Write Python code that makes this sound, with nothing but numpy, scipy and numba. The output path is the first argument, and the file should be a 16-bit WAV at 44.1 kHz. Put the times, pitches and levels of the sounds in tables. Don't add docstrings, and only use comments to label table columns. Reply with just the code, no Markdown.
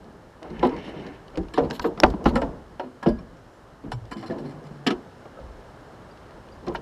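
import sys
import numpy as np
from numba import njit
from scipy import signal
from scipy.fft import rfft, irfft
from scipy.io import wavfile
from scipy.ndimage import uniform_filter1d

SR = 44100
rng = np.random.default_rng(int(sys.argv[2]) if len(sys.argv) > 2 else 0)


def nominal_scale(level):
    x = np.asarray(level, float) / 20
    return 10 ** x


def to_wav(s):
    ch = np.atleast_2d(s).T
    pcm = np.round(np.clip(ch, -1, 1) * 32767)
    wavfile.write(sys.argv[1], SR, pcm.astype(np.int16))


N = 300321

# (f/Hz, T60/s)
HULL_T60 = [(100, 0.11), (250, 0.31), (600, 0.16), (1500, 0.11), (4000, 0.039)]
# (f/Hz, width/Hz, level/dB)
TACKLE = [(1300, 500, -2), (2150, 380, 2), (3000, 500, -6), (4200, 600, -11), (5300, 500, -16)]
# (f/Hz, width/Hz, level/dB)
REEL = [(1240, 60, -2), (1715, 50, 0), (2050, 60, -7), (2290, 55, -4), (3040, 45, -6), (3580, 50, -11),
        (4155, 75, -2), (4410, 55, -6), (4930, 90, -3), (5460, 60, -3), (7300, 200, -11), (7630, 70, -10),
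        (8700, 1400, -24), (9780, 70, -12)]


def level(x, db):
    return x * nominal_scale(db) / np.sqrt(np.mean(x ** 2))


def unit(x):
    return x / np.abs(x).max()


def add(out, s, x, db):
    i = int(s * SR)
    out[i:i + len(x)] += (unit(x) * nominal_scale(db))[:N - i]


def along(table, hz):
    table = np.array(table)
    return np.interp(np.log(hz), np.log(table[:, 0]), table[:, 1])


def curves(rows, off=-120):
    s, first, *rest = np.transpose(rows)
    t = np.arange(N) / SR
    return [np.interp(t, s, first, off, off)] + [np.interp(t, s, c) for c in rest]


def walk(rate):
    k = int(SR / rate)
    held = np.repeat(rng.standard_normal(N // k + 1), k)
    return 0.43 * uniform_filter1d(uniform_filter1d(held, k), k)[:N]


def spell(s, length, db, attack=.0087):
    t = np.arange(N) / SR
    end = s + attack + length
    release = .021 + .53 * length
    return nominal_scale(db) * np.interp(t, [s, s + attack, end, end + release], [0, 1, 1, 0]) ** 2


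def band(x, lo_hz, hi_hz, order=2):
    return signal.sosfilt(signal.butter(order, [lo_hz, hi_hz], "bandpass", fs=SR, output="sos"), x)


@njit(fastmath=True)
def spin(x, real, imag, gains):
    y, a, b = np.zeros(len(x)), np.zeros(len(real)), np.zeros(len(real))
    for i in range(len(x)):
        total = 0.
        for m in range(len(real)):
            a[m], b[m] = a[m] * real[m] - b[m] * imag[m] + x[i], a[m] * imag[m] + b[m] * real[m]
            total += gains[m] * b[m]
        y[i] = total
    return y


def ring(x, hz, t60, db):
    poles = np.exp(2j * np.pi * hz / SR - np.log(1000) / (t60 * SR))
    return spin(x, poles.real.copy(), poles.imag.copy(), nominal_scale(db))


def peaks(x, table):
    hz, width, db = np.transpose(table)
    return ring(x, hz, np.log(1000) / (np.pi * width), db + 20 * np.log10(width / 500))


def contact(ms, size, grit_db=4):
    t = np.arange(size) / SR * 1000
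    bounces = rng.standard_normal(size) * nominal_scale(grit_db * rng.standard_normal(size))
    fading = np.exp(-(t / (1.053 * max(ms, .3))) ** 1.055) + 1e-9
    return bounces * (1 - np.exp(-t / (.14 * ms))) * fading


def hiss():
    # (f/Hz, level/dB per Hz)
    density = [(3000, -112), (7000, -113), (11000, -118), (13000, -122), (15500, -128)]
    hz = np.arange(N // 2 + 1) * SR / N + 1
    return irfft(rfft(rng.standard_normal(N)) * nominal_scale(along(density, hz)) * np.sqrt(SR / 2), N)


def whistle(rows, flutter_db):
    s, hz, db = np.transpose(rows)
    db, hz = curves(np.transpose([s, db, hz]))
    return np.sqrt(2) * nominal_scale(db + flutter_db * walk(29.0)) * np.sin(2 * np.pi * np.cumsum(hz) / SR)


def birds():
    # (t/s, f/Hz, level/dB)
    calls = [
        [(3.335, 5100, -84), (3.39, 5500, -80), (3.44, 6500, -79), (3.47, 6950, -79), (3.51, 7200, -79),
         (3.57, 7200, -78), (3.6, 7200, -95)],
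        [(3.43, 5200, -95), (3.46, 5250, -78), (3.5, 5600, -80), (3.55, 6000, -78), (3.6, 6150, -82),
         (3.62, 6150, -95)],
    ]
    return sum(nominal_scale(-2.5) * whistle(rows, 7) for rows in calls)


def wind(gain):
    return level(band(rng.standard_normal(N), 34, 80), -2.0) * gain


def water():
    # (f/Hz, level/dB per Hz)
    density = [(90, 0.5), (130, 2), (200, -5), (320, -3), (500, -2), (800, -5.5), (1200, -8.5), (1700, -12),
               (2200, -23.5), (2950, -30.5), (3500, -22.5), (5300, -32), (7000, -34), (15000, -49)]
    # (f/Hz, spread/dB)
    flicker = [(100, 3), (1000, 1.6), (3000, .7), (15000, .5)]
    out = 0
    for hz in 100 * 2 ** np.arange(0, 7.3, 1 / 3):
        noise = level(band(rng.standard_normal(N), hz / 1.12, hz * 1.12), 0)
        band_db = along(density, hz) + 10 * np.log10(hz)
        out = out + nominal_scale(band_db + along(flicker, hz) * walk(11)) * noise
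    return out / np.std(band(out, 900, 2000))


def lurches():
    # (t of peak/s, microphone rumble level/dB, surge inside hull level/dB, fade/dB per s)
    lurch_table = [(0.0, -52.5, -39, 72), (.5, -43.5, -34, 54), (.6, -39, -28.5, 54), (.72, -44, -30.5, 64),
                   (1.02, -52, -29, 74), (1.399, -33, -30.5, 118), (1.62, -33, -21, 146),
                   (1.72, -55, -21, 166), (1.82, -41, -49, 250), (1.88, -57, -24.5, 150),
                   (2.052, -20.5, -12.5, 138), (2.27, -23.5, -22.5, 108), (2.35, -29.5, -20, 74),
                   (2.45, -35, -22, 145), (3.09, -31, -33.5, 73), (3.87, -41.5, -40.5, 36),
                   (4.3, -47, -27.5, 34), (4.65, -51, -38, 62), (4.95, -48, -31.5, 109),
                   (5.42, -40.5, -43.5, 47), (6.7, -44, -29.5, 45), (6.81, -45, -47, 60)]
    rise = np.array([[595], [264]])  # rumble, surge (dB per s)
    t, power = np.arange(N) / SR, 0
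    for s, rumble_db, surge_db, fade in lurch_table:
        shape_db = np.where(t < s, rise * (t - s), fade * (s - t))
        power = power + nominal_scale(2 * (shape_db + np.array([[rumble_db], [surge_db]])))
    return np.sqrt(power)


def hull_modes(count=90):
    hz = 120 * (43.0 ** ((np.arange(count) + rng.random(count)) / count))
    return hz, along(HULL_T60, hz) * nominal_scale(2.7 * rng.standard_normal(count))


def slosh(hz, t60, gain):
    low = hz < 1000
    pushes = rng.standard_normal(N) * nominal_scale(8.1 * walk(30))
    body = ring(pushes, hz[low], 0.33 * t60[low], -3 * np.log2(hz[low] / 360) ** 2)
    return level(band(body, 161, 1130, order=3), -7.5) * gain


def drag():
    # (t/s, level/dB, speed/dB)
    stroke = [(.45, -60, -8), (.53, -55.5, -8), (.6, -50, -8), (.7, -49.5, -16), (.78, -50.5, -7.5),
              (.87, -54, 3.5), (.93, -52, -7), (1.0, -53, -0.5), (1.1, -51.5, -11), (1.16, -58, -3),
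              (1.22, -78, -3)]
    # (f/Hz, width/Hz, level/dB)
    low_parts = [(1550, 630, -13), (1800, 130, 8), (2110, 220, 7), (2600, 540, -10)]
    # (f/Hz, width/Hz, level/dB)
    high_parts = [(3060, 170, 3.5), (2840, 300, -1), (3540, 350, -3.5), (3900, 370, -12), (5300, 500, -16)]
    db, speed_db = curves(stroke)
    slips = rng.standard_normal(N) * nominal_scale(1.6 * walk(60.8))
    low = sum(nominal_scale(1.6 * walk(25)) * peaks(slips, [part]) for part in low_parts)
    high = sum(nominal_scale(1.6 * walk(25)) * peaks(slips, [part]) for part in high_parts)
    return nominal_scale(db) * (level(band(low, 1200, 3200), 0) + nominal_scale(speed_db) * level(band(high, 2500, 6200), 0))


def scuffs():
    # (t/s, length/s, level/dB, level above 6 kHz/dB, centre f of upper hiss/Hz)
    strokes = [(0.62, 0.038, -47, -20, 8450), (0.757, 0.032, -51.5, -27, 9500),
               (0.838, 0.047, -52, -20, 9200), (1.058, 0.022, -56, -22, 9500),
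               (1.532, 0.037, -47.5, -19, 9000), (1.63, 0.017, -53.5, -23, 9500),
               (1.698, 0.0047, -59, -13, 9500), (1.723, 0.033, -48.5, -10.5, 11700),
               (1.809, 0.014, -46.5, -11, 13400), (1.837, 0.029, -57, -7.5, 12500),
               (2.248, 0.036, -38.5, -19.5, 10100), (2.351, 0.011, -45, -13, 9100),
               (2.413, 0.014, -59, -13, 9800), (6.733, .008, -68.5, 4, 10500)]
    slips, out = rng.standard_normal(N) * nominal_scale(2 * rng.standard_normal(N) + 6 * walk(90)), 0
    low_top = level(band(slips, 6300, 8000), -1) * nominal_scale(3 * walk(40))
    for s, length, db, top_db, top_hz in strokes:
        lie = rng.standard_normal((len(TACKLE), 2))
        parts = []
        for (f, w, g), (a, b) in zip(TACKLE, lie):
            bright_db = (f > 3500) * (top_db + 36)
            parts.append((f * (1 + .04 * a), w, g + 2 * b + bright_db))
        mid = level(band(peaks(slips, parts), 500, 3820, order=3), 0)
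        top = level(band(slips, .86 * top_hz, min(1.14 * top_hz, 15000)), 0)
        out = out + spell(s, length, db) * (mid + nominal_scale(top_db) * (low_top + top))
    return out


def rattle():
    # (t/s, length/s, level/dB)
    shakes = [(4.115, 0.017, -52.5), (4.167, 0.027, -56.5), (4.202, 0.011, -57), (4.226, .016, -56),
              (4.26, 0.022, -54), (4.305, 0.016, -55.5), (4.384, 0.012, -58.5), (4.445, 0.03, -66),
              (4.494, .02, -63), (4.64, .03, -61), (4.707, 0.05, -68), (4.4, 0.13, -68)]
    clicks = (rng.random(N) < 1100 / SR) * rng.standard_normal(N) * nominal_scale(3 * walk(40))
    reel = 0
    for part in REEL:
        reel = reel + nominal_scale(7.1 * walk(27) - 5.7 * (part[0] > 4500)) * peaks(clicks, [part])
    rod = band(peaks(clicks, TACKLE), 700, 2700, order=3)
    chatter = level(band(reel, 1100, 13000), 1.1) + level(rod, 0)
    return sum(spell(*row, attack=.001) for row in shakes) * chatter


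def rings():
    # (t/s, f/Hz, level/dB, T60/s)
    metal = [(.497, 4200, -56, .08), (.632, 4000, -40, .09), (.632, 3550, -43, .06), (.735, 4550, -56, .07),
             (.785, 5450, -57, .05), (1.795, 1580, -25, .025), (3.565, 11000, -73, .25),
             (2.04, 4600, -47, .18), (2.36, 7630, -51, .25), (2.8, 4200, -58, .25), (3.03, 1660, -42, .15),
             (3.03, 4130, -46, .09), (3.034, 7550, -61, .12), (3.035, 4870, -59, .2),
             (3.09, 4870, -56.5, .42), (3.075, 1655, -40, .5), (3.085, 3040, -58, .2),
             (3.187, 1070, -42, .06), (3.187, 5450, -58, .08), (3.187, 4200, -54, .04),
             (3.187, 2400, -54, .06), (3.93, 7450, -55, .09), (4.115, 1700, -44, .12),
             (4.125, 3045, -52, .25), (4.13, 7600, -58, .1), (4.26, 4930, -56, .3), (5.37, 1300, -44, .12),
             (5.37, 500, -38, .1), (5.388, 530, -32, .12), (6.11, 4750, -58, .08), (6.52, 4750, -54, .08)]
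    out = np.zeros(N)
    for s, hz, db, t60 in metal:
        force = contact(2.5, size=20000)
        pair = ring(force, hz * np.array([1, 1.006]), np.full(2, t60), np.array([0., -13]))
        add(out, s, band(pair, .8 * hz, 1.25 * hz), db)
    return out


def ticks():
    # (t/s, peak level/dB, centre f/Hz, level above 6 kHz/dB, contact/ms)
    cracks = [(0.4297, -35.5, 2600, -12, 2.9), (0.595, -34.5, 2870, -20, 3.3), (0.632, -50, 3600, -38, 5.7),
              (0.672, -44, 4000, 1, 2.2), (0.691, -37.5, 2190, -24, 8.3), (1.0654, -37.5, 2090, -22, 5.8),
              (1.3573, -37, 2750, -29, 2.7), (1.3738, -30.5, 2180, -13.5, 6.2),
              (1.6511, -46, 3080, -26, 2.4), (1.701, -34, 5280, -21, 6.2), (1.71, -23.5, 3500, -19, 1.9),
              (1.718, -41, 5000, -14, 1.5), (1.796, -22.5, 2220, -22, 2.5), (2.002, -12, 4450, -13.5, 0.82),
              (2.036, -5.5, 2400, -41, 2.2), (2.0634, -37, 4540, -25, 3), (2.1018, -36, 4300, -12, 4.7),
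              (2.2412, -37.5, 5200, -12, 7.1), (4.8698, -20, 3060, -20, 10),
              (4.904, -26.5, 3040, -18, 11.5), (6.6823, -36, 4400, -26, 3.1), (3.029, -48, 3300, 6, 9.2),
              (3.916, -42, 3300, 2, 8)]
    # (t/s, peak level/dB, centre f/Hz)
    faint = [(0.0432, -52, 3900), (0.504, -45, 3000), (0.765, -38, 2170), (1.281, -44.5, 2840),
             (1.304, -52, 3100), (1.485, -46, 3550), (1.433, -48, 3000), (1.8452, -48, 2000),
             (1.977, -47, 1500), (3.188, -50, 2400), (3.37, -51, 5370), (4.054, -48, 4580),
             (4.137, -42, 4200), (4.169, -47, 2300), (4.181, -57, 5000), (4.2, -50, 2000),
             (4.224, -53, 4410), (4.233, -51, 1700), (4.2603, -50, 2330), (4.3088, -58, 2260),
             (4.383, -48, 4170), (4.391, -49, 4400), (4.203, -54, 4300), (4.443, -59, 4200),
             (4.49, -58, 4960), (4.64, -51, 5100), (1.729, -49, 3000), (5.25, -57, 2400), (5.4, -55, 3500),
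             (6.23, -48, 2300), (6.1742, -45.5, 2410), (6.3087, -46, 2010), (6.488, -47.5, 2430),
             (6.724, -48, 3040)]
    # (t/s, peak level/dB, centre f/Hz, reel level/dB, contact/ms)
    clacks = [(1.5389, -32.5, 2900, 5, 4.3), (1.5789, -27.5, 2010, -15, 11), (2.3558, -28, 2080, 16, 2.6),
              (2.417, -35.5, 2890, 7, 3.3), (2.797, -38, 2920, -6, 3.6), (3.031, -32, 2330, -7, 0.95),
              (3.064, -40, 4100, 1, 17), (3.084, -35.5, 4230, 5, 11), (3.918, -32, 3660, 4, 11),
              (4.1125, -37.5, 2320, 10, 9.1), (4.8669, -17.5, 3100, -2, 8.5), (4.907, -51, 3040, -7, 11),
              (6.667, -38.5, 2160, 2, 3.6), (6.754, -31.5, 3040, -17, 10)]
    # (s, dB, Hz, top dB, reel dB, ms)
    hits = [(*c, -22, ms) for *c, ms in cracks]
    hits += [(*c, -17, -17, 3.1) for c in faint]
    hits += [(s, db, hz, -28, reel_db, ms) for s, db, hz, reel_db, ms in clacks]
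    out = np.zeros(N)
    for s, db, centre_hz, top_db, reel_db, ms in hits:
        force = contact(ms, size=6000)
        body = band(force, 0.58 * centre_hz, 1.16 * centre_hz, order=3)
        body = body + 0.76 * band(force, 610, 4630, order=4)
        top = band(force, 6000, 6000 + 1.6 * centre_hz, order=3)
        parts = [(f, w, g + rng.standard_normal()) for f, w, g in REEL]
        reel = band(peaks(force, parts), 450, 11000)
        add(out, s - .001, unit(body) + nominal_scale(top_db) * unit(top) + nominal_scale(reel_db) * unit(reel), db)
    return out


def hums():
    # (t/s, length/s, level/dB, first f/Hz, last f/Hz)
    tones = [
        (3.928, 0.04, -32, 134, 118),
        (4.009, 0.028, -39, 111.3, 109),
        (4.4, 0.096, -42, 150.6, 141),
        (4.537, 0.047, -44, 157.8, 149),
        (4.646, 0.18, -45, 148, 141.6),
    ]
    t, out = np.arange(N) / SR, 0
    for s, length, db, first_hz, last_hz in tones:
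        hz = np.interp(t, [s, s + length], [first_hz, last_hz])
        gain = spell(s, length, db + 3 * walk(30.0))
        out = out + gain * np.sqrt(2) * np.sin(2 * np.pi * np.cumsum(hz) / SR)
    return out


def thumps():
    # (t/s, peak level/dB, f/Hz, T60/s)
    jolts = [(1.374, -29.5, 45.4, 0.13), (1.798, -31.5, 42, 0.093), (2.04, -25, 47.7, 0.11),
             (2.26, -20.5, 57.7, 0.17), (3.101, -35, 58, .12), (2.032, -13, 324, 0.057),
             (2.139, -28, 900, 0.069), (2.036, -14.5, 1550, 0.032), (3.066, -21, 153, 0.15),
             (4.199, -38.5, 120, .25), (4.289, -36.5, 130, 0.18), (4.8644, -23.5, 1735, .025),
             (1.7092, -22.5, 1620, 0.015), (1.852, -17.5, 453, 0.054), (2.001, -21.5, 850, 0.015),
             (2.308, -27, 940, 0.036), (2.345, -26, 300, .06), (3.08, -21, 578, 0.072)]
    t, out = np.arange(9000) / SR, np.zeros(N)
    for s, db, hz, t60 in jolts:
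        onset = 1 - np.exp(-t * hz * 4)
        add(out, s, -np.sin(2 * np.pi * hz * t) * nominal_scale(-60 * t / t60) * onset, db)
    return out


def panel_notes(s, force, share):
    # (t/s, f/Hz, f/Hz, f/Hz, f/Hz)
    woken = [(0.503, 360, 227, 433, 880), (0.629, 363.4, 994, 734, 812), (0.647, 261.6, 326, 980, 680),
             (0.709, 484, 314, 1046, 890), (1.048, 289.5, 481, 400, 790), (1.373, 332, 472, 189, 780),
             (1.541, 1710, 456, 338, 1030), (1.577, 469, 611, 264.5, 916), (1.704, 450, 1710, 900, 1600),
             (1.843, 347, 912, 485, 740), (1.975, 930, 720, 1020, 493), (2.034, 758, 874, 587, 985),
             (2.137, 200, 903, 313, 667), (2.208, 220, 476, 660, 840), (2.257, 758, 1060, 340, 234),
             (2.298, 568, 950, 707, 854), (2.356, 243, 540, 806, 1020), (2.419, 590, 280, 870, 684),
             (2.797, 620, 906, 1276, 394), (3.029, 1060, 775, 1636, 315), (3.061, 339, 528, 414, 670),
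             (3.089, 600, 227, 340, 455), (3.919, 1000, 1500, 1070, 447), (4.116, 1674, 305, 1080, 742),
             (4.227, 324, 744, 240, 1070), (4.301, 343, 500, 658, 1712), (4.385, 330, 281, 442, 594),
             (4.438, 288, 404, 530, 725), (4.865, 384, 301, 1650, 468), (4.905, 1280, 354, 695, 480),
             (5.255, 644, 458, 1130, 690), (6.672, 356, 531, 219, 734), (6.748, 1320, 1730, 980, 570)]
    out = 0
    for at, *pitches in woken:
        if abs(at - s) >= .008:
            continue
        for rank, hz in enumerate(pitches):
            t60 = along(HULL_T60, hz) * share * .56
            tone = ring(force, np.array([1. * hz]), np.array([t60]), np.zeros(1))
            tone = band(tone, .8 * hz, 1.25 * hz, order=1)
            out = out + unit(tone) * nominal_scale(-3 * np.log2(hz / 300) - 2 * rank)
    return out


def knocks(hz, t60):
    # (t/s, peak level/dB, strongest f/Hz, hardness/dB, contact/ms)
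    blows = [(0.629, -5.5, 467, -37, 7.9), (0.647, -13, 315, -7, 11), (0.709, -22.5, 335, -14, 25),
             (1.373, -17.5, 305, -43, 12), (1.541, -25, 333, 7, 6.5), (1.576, -6.5, 542, -47, 15.4),
             (1.704, -24, 443, -11, 11.5), (1.842, -13, 420, -12.5, 13.3), (2.208, -33, 600, -31, 12),
             (2.356, -10, 241, 1, 12.7), (2.419, -14.5, 540, -26, 9.3), (3.027, -24.5, 325, 18, 11),
             (3.061, -7.5, 333, -69, 12), (4.116, -21.5, 318, -3, 6.6), (4.227, -27.5, 330, 11, 16),
             (4.299, -17, 332, -79, 22), (6.670, -20, 327, -8, 17.8)]
    raps = [(1.796, -18.5, 1160, -10, 1.7), (1.975, -28, 207, 22, 6.4), (2.034, -4, 815, -33, 7.3),
            (2.036, -3.5, 305, -15, 8.2), (2.138, -19, 338, -50, 7), (2.257, -5, 292, -14, 10),
            (2.796, -18, 580, -26, 10), (3.919, -20, 970, 23, 5.8), (4.865, -10.5, 324, 7, 18),
            (4.905, -16.5, 290, -4, 12.7), (5.255, -33.5, 627, -70, 4.9), (6.749, -17.5, 870, 6.5, 5.6)]
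    # (t/s, peak level/dB, strongest f/Hz)
    bumps = [(0.416, -32, 540), (0.441, -33, 565), (0.503, -28, 232), (0.778, -29, 360),
             (0.878, -28.5, 343), (0.934, -31, 462), (0.961, -28.5, 183), (0.994, -34, 318),
             (1.048, -25.5, 293), (1.337, -34, 445), (2.298, -25.5, 236), (2.83, -28.5, 347),
             (3.088, -20.5, 220), (3.189, -31.5, 185), (3.321, -38, 151), (3.838, -27, 220),
             (3.871, -33.5, 230), (4.157, -25.5, 264), (4.337, -30, 340), (4.385, -28, 330),
             (4.438, -27.5, 302), (4.706, -35.5, 152)]
    # (f/Hz, level/dB)
    favoured = [(350, 5), (582, 5), (757, 4), (984, 11), (1285, 12.5), (1715, 8.5)]
    hits = [(*b, .46) for b in blows] + [(*b, .28) for b in raps] + [(*b, -43.5, 23.6, .5) for b in bumps]
    out = np.zeros(N)
    for s, db, pitch_hz, hard_db, ms, share in hits:
        octaves = np.log2(hz / pitch_hz)
        below_db = -13 * octaves ** 2
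        above_db = min(hard_db - 22.5, 0) * np.abs(octaves / np.log2(3000 / pitch_hz)) ** 1.38
        reach_db = np.where(octaves < 0, below_db, above_db)
        deck_db = 5 * np.exp(-(np.log2(hz / 1050) / 1.3) ** 2)
        gains_db = reach_db + deck_db + 4 * rng.standard_normal(len(hz))
        shifted = hz * (1 + 0.0327 * rng.standard_normal(len(hz)))
        for f, boost_db in favoured:
            gains_db = gains_db + boost_db * np.exp(-(np.log2(shifted / f) / .11) ** 2)
        ring_share = 2 * np.clip(share, .05, 2)
        force = contact(ms, size=13000)
        packed = ring(force, shifted, t60 * ring_share, gains_db)
        packed = band(packed, max(.6 * pitch_hz, 160), 5400, order=3)
        boom = unit(packed) + nominal_scale(1) / 2 * panel_notes(s, force, ring_share)
        add(out, s - .001, boom, db)
    return out


def scene():
    # (t/s, breeze on microphone level/dB, lapping outside level/dB)
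    calm = [
        (0, -52, -57.5),
        (1.3, -51, -55),
        (2.5, -49, -56),
        (3, -57, -57),
        (3.9, -54.5, -57.5),
        (4.3, -68, -55),
        (5.3, -55, -54),
        (5.7, -56, -53.5),
        (6.81, -47, -54),
    ]
    breeze_db, lap_db = curves(calm)
    rumble, surge = lurches()
    hz, t60 = hull_modes()
    bilge = slosh(hz, t60, np.hypot(surge, nominal_scale(lap_db + 6)))
    lapping = np.hypot(nominal_scale(lap_db), surge * nominal_scale(-29.5)) * water()
    air = wind(np.hypot(rumble, nominal_scale(breeze_db))) + birds()
    tackle = ticks() + rings() + scuffs() + rattle() + drag()
    hull = knocks(hz, t60) + hums() + thumps()
    return (hull + tackle + bilge + air + lapping)[None]


def band_limit(x):
    return signal.sosfilt(signal.butter(12, 16370, fs=SR, output="sos"), x)


def record(dry):
    # (f/Hz, width/Hz, level/dB)
    housing = [(2940, 320, 6), (5250, 400, 4.5)]
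    heard = dry
    for hz, width, db in housing:
        heard = heard + (nominal_scale(db) - 1) * band(dry, hz - width / 2, hz + width / 2, order=1)
    cut = signal.ellip(8, .2, 28, 15150, fs=SR, output="sos")
    mix = signal.sosfilt(cut, np.clip(heard, -1, 1) + hiss())
    return band_limit(mix)


dry = scene()
out = record(dry)
to_wav(out)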